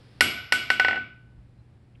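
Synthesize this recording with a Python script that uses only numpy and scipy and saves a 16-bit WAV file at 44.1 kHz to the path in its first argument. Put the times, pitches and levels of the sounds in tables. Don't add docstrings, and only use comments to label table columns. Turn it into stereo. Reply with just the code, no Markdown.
import sys
import numpy as np
from scipy import signal
from scipy.fft import rfft, irfft
from scipy.io import wavfile
from scipy.ndimage import uniform_filter1d, minimum_filter1d

SR = 44100
rng = np.random.default_rng(int(sys.argv[2]) if len(sys.argv) > 2 else 0)


def dump_mix(stems):
    frames = np.atleast_2d(stems).T
    limited = np.clip(frames, -1, 1)
    pcm = np.round(limited * 32767).astype(np.int16)
    wavfile.write(sys.argv[1], SR, pcm)


N = 88200
TIME = np.arange(N) / SR
FREQS = np.maximum(np.arange(N // 2 + 1) * SR / N, 1)
SIDES = np.array([[.5], [-.5]])


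# (time [s], strength [dB], bass gain [dB], treble gain [dB],
# dull above [Hz], push to the main note [dB], hollow knock [dB])
BLOWS = [(0.2077, 18, -1.5, -5, 11100, 6, -9), (.5226, 3.5, -5.5, -4.5, 8000, -4, -21),
         (.7021, -2.5, -6.5, -8, 6250, -8, -23.5), (.7972, -2, -10.5, -3, 3010, -5, -18),
         (.8471, -4, -5, -9, 3130, -9, -20.5), (.8832, -5, -4, -4.5, 2500, -11, -21.5),
         (.9092, -11, -8.5, -17, 2440, -13, -28.5), (.9295, -12.5, -12, -15, 2400, -26, -26),
         (.9452, -25.5, -7.5, -24.5, 2700, -50, -30), (.9578, -19.5, 4.5, -5, 2700, -22, -31),
         (.9675, -27, 13, -29, 2700, -19.5, -33), (.9755, -25, 5.5, -4.5, 2700, -18, -31.5)]

def hammer():
    force = np.zeros(N)
    click = signal.unit_impulse(1024)
    for time, db, bass_db, treble_db, dull_above_hz, *_ in BLOWS:
        pulse = tone_control(click, hz=594, low_db=bass_db)
        pulse = tone_control(pulse, hz=3080, high_db=treble_db)
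        start = int(time * SR)
        force[start:start + len(click)] += from_db(db) * keep_band(pulse, dull_above_hz, "low")
    return force


# (frequency [Hz], relative level [dB])
CRACK_COLOUR = [(60, -61), (200, -39.5), (380, -34), (500, -40), (650, -32), (880, -42), (1100, -31.5),
                (1700, -33.5), (2300, -28.5), (3200, -34), (4200, -26), (5300, -26.5), (6300, -49.5),
                (7500, -38.5), (10500, -36), (13000, -52.5), (16000, -56)]
# (frequency [Hz], left minus right [dB])
CRACK_PAN = [(200, -5), (2400, -12.5), (4400, 4.5), (8000, 1.5), (15000, 8.5)]
# (pitch [Hz], relative level [dB], fade time [s], left minus right [dB], left ahead by [rad])
STEEL_TONES = [(1067, -29, .035, -8, -3.5), (1274, -29, 0.078, 4, 6.5), (1333, -18, 0.11, 2.5, -2.5),
               (1978, -9, 0.027, 6, 1.85), (2070, -44, 0.31, 1.5, 3.9), (2236, -8, 0.052, -8.5, 3.3),
               (2303, -26.5, 0.2, -1.5, 3.5), (2656, -31, 0.37, -2.5, -2), (2859, -9.5, 0.035, -13.5, 2.5),
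               (2915, -32.5, 0.57, 3.5, -0.5), (3380, -40, 0.41, 3.5, -7.5), (3660, -15, 0.016, -11, -2.8),
               (4990, -27.5, .28, 7.5, 2.5), (11354, -30, 0.38, 16, -2)]

def steel_clank():
    crack = noise(CRACK_COLOUR, CRACK_PAN) * from_db(31.5) * fade(0.023) * rise(0.00031)
    tones = 0
    for hz, db, fade_s, pan_db, lead in STEEL_TONES:
        wave = np.sin(2 * np.pi * hz * TIME + SIDES * lead)
        tones += from_db(db + SIDES * pan_db) * fade(fade_s) * wave
    return crack + keep_band(tones * rise(0.00038), hz=200, kind="high")


NOTE_HZ, NOTE_SAG_HZ, NOTE_SETTLE_S = 1504.2, 26.77, .36
NOTE_FADE_S, NOTE_LINGER_S, NOTE_LINGER_DB = 0.15, 0.59, -15
NOTE_DB, NOTE_PAN_DB, NOTE_LEAD_RAD = -3, 9, 2.87
NOTE_WAVER_HZ, NOTE_WAVER_DB = 10, 0.5

def anvil_note():
    energy = 0
    for time, *_, push_db, _ in BLOWS:
        ring = fade(NOTE_FADE_S, time) + from_db(NOTE_LINGER_DB) * fade(NOTE_LINGER_S, time)
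        energy += (from_db(push_db) * ring) ** 2
    loudness = keep_band(np.sqrt(energy), hz=390, kind="low")
    since_first_blow = TIME - BLOWS[0][0]
    waver = from_db(NOTE_WAVER_DB * np.cos(2 * np.pi * NOTE_WAVER_HZ * since_first_blow))
    hz = NOTE_HZ - NOTE_SAG_HZ * np.exp(-np.maximum(since_first_blow, 0) / NOTE_SETTLE_S)
    wave = np.sin(2 * np.pi * np.cumsum(hz) / SR + SIDES * NOTE_LEAD_RAD)
    return loudness * waver * from_db(NOTE_DB + SIDES * NOTE_PAN_DB) * wave


# (pitch [Hz], relative level [dB], fade time [s])
KNOCK_TONES = [(692, -17.5, 0.15), (757.6, -2.5, 0.057)]

def knocks():
    taps = np.zeros(N)
    for time, *_, knock_db in BLOWS:
        taps[int(time * SR)] = from_db(knock_db)
    knock = sum(from_db(db) * fade(fade_s) * np.sin(2 * np.pi * hz * TIME)
                for hz, db, fade_s in KNOCK_TONES)
    return play_through(taps, knock[None])


# (frequency [Hz], relative level [dB])
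ECHO_COLOUR = [(40, -7), (85, 22), (150, 13), (300, 17.5), (500, 8), (750, 12.5), (880, 3.5), (1150, 9),
               (1400, 16.5), (1495, 29.5), (1590, 9.5), (1700, 6.5), (2250, 25.5), (2550, 17), (2850, 20.5),
               (3300, 17), (4000, 10.5), (5200, 12), (6300, -0.5), (7700, 10.5), (10500, 6.5),
               (13000, -10.5), (16000, -22.5)]
# (frequency [Hz], fade time [s])
ECHO_FADES = [(100, 0.77), (260, 0.37), (700, .5), (2000, 0.49), (4800, 0.47), (8000, 0.28), (12000, 0.15)]
# (frequency [Hz], left minus right [dB])
ECHO_PAN = [(100, 3), (700, -1.5), (2400, -1), (5000, 13), (11000, 5)]

def garage_echo():
    spectrum = rfft(noise(ECHO_COLOUR, ECHO_PAN))
    echo = 0
    for band_hz, fade_s in ECHO_FADES:
        band = at_hz([(hz, hz == band_hz) for hz, _ in ECHO_FADES], FREQS)
        loudness = fade(fade_s) * rise(.005) ** 2
        echo += irfft(spectrum * band, N) * loudness / np.linalg.norm(loudness)
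    return echo


# (time [s], pitch [Hz], pitch spread [Hz], half length [s], level [dB])
HANDLING_SOUNDS = [(1.398, 54.6, 40, 0.07, -50.5), (1.595, 4060, 120, .014, -68.5),
                   (1.956, 2580, 1295, 0.005, -58)]

def handling():
    sounds = 0
    for time, hz, spread_hz, half_length, db in HANDLING_SOUNDS:
        band = np.exp(-(2 * (FREQS - hz) / spread_hz) ** 2)
        rustle = unit_level(irfft(rfft(rng.standard_normal((2, N))) * band, N))
        swell = np.exp(-((TIME - time) / half_length) ** 2)
        sounds += from_db(db) * swell * rustle
    return sounds


# (frequency [Hz], relative level [dB])
RUMBLE_COLOUR = [(25, -17), (55, -4.5), (85, -4.5), (125, -5.5), (160, -9), (250, -15), (400, -21.5),
                 (600, -26), (800, -26), (1000, -32), (2000, -33.5), (3000, -38.5), (5200, -44),
                 (6200, -52.5), (7800, -49), (11000, -53.5), (13000, -70.5)]
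# (pitch [Hz], level [dB])
HUM_TONES = [(59.4, -69), (119, -56)]
# (frequency [Hz], relative level [dB])
HISS_COLOUR = [(150, 1.5), (400, 7), (900, -2), (2500, -4), (5200, -4.5), (6200, -23), (10000, -18),
               (13000, -35)]

def background():
    hum = sum(from_db(db) * np.sqrt(2) * np.sin(2 * np.pi * (hz * TIME + rng.random()))
              for hz, db in HUM_TONES)
    since_first_blow = np.maximum(TIME - BLOWS[0][0], 0)
    hiss = from_db(-58) * unit_level(noise(HISS_COLOUR)) * np.exp(-since_first_blow / 0.12)
    rumble = from_db(-54.5) * unit_level(noise(RUMBLE_COLOUR))
    lean_right = from_db(SIDES * -1)
    return (rumble + hum) * lean_right + hiss


# (frequency [Hz], likeness [0 to 1])
LIKENESS = [(60, 0.25), (290, 0.93), (640, 0), (1400, 0.28), (3100, 0.057), (7000, 0)]

def noise(colour, pan=((1000, 0),)):
    shared, opposed = rfft(rng.standard_normal((2, N)))
    alike = at_hz(LIKENESS, FREQS)
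    both = (np.sqrt(1 + alike) * shared + np.sqrt(1 - alike) * opposed * 2 * SIDES) / np.sqrt(2)
    return irfft(both * from_db(at_hz(colour, FREQS) + SIDES * at_hz(pan, FREQS)), N)


def from_db(db):
    return 10 ** (np.asarray(db) / 20)


def at_hz(points, hz):
    frequencies, values = np.array(points).T
    return np.interp(np.log(hz), np.log(frequencies), values)


def unit_level(x):
    return x / np.sqrt(np.mean(x ** 2) + 1e-20)


def fade(seconds, start=0):
    return (TIME >= start) * np.exp(-np.log(1000) * np.maximum(TIME - start, 0) / seconds)


def rise(seconds):
    return 1 - np.exp(-TIME / seconds)


def play_through(pushes, response):
    return signal.fftconvolve(pushes[None], response, axes=1)[:, :N]


def keep_band(x, hz, kind):
    return signal.sosfilt(signal.butter(2, hz, kind, fs=SR, output="sos"), x + 1e-18)


def tone_control(x, hz, low_db=0, high_db=0):
    return sum(from_db(db) * keep_band(keep_band(x, hz, kind), hz, kind)
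               for kind, db in (("low", low_db), ("high", high_db)))


def limiter(x, limit_db=-4, recovery_db_per_s=34, window_s=0.0031):
    window = int(window_s * SR)
    power = uniform_filter1d(np.mean(x ** 2, axis=0), window)
    excess_db = np.maximum(10 * np.log10(np.maximum(power, 1e-12)) - limit_db, 0)
    recovery = recovery_db_per_s * TIME
    cut_db = np.maximum.accumulate(excess_db + recovery) - recovery
    early_gain_db = minimum_filter1d(-cut_db, 2 * window)
    return x * from_db(uniform_filter1d(early_gain_db, window))


def scene():
    clanks = play_through(hammer(), steel_clank() + garage_echo())
    return clanks + anvil_note() + knocks() + handling() + background()


def record(dry):
    treble_cut = signal.cheby2(12, 70, 17000, fs=SR, output="sos")
    return signal.sosfilt(treble_cut, np.clip(limiter(dry), -1, 1))


dry = scene()
out = record(dry)
dump_mix(out)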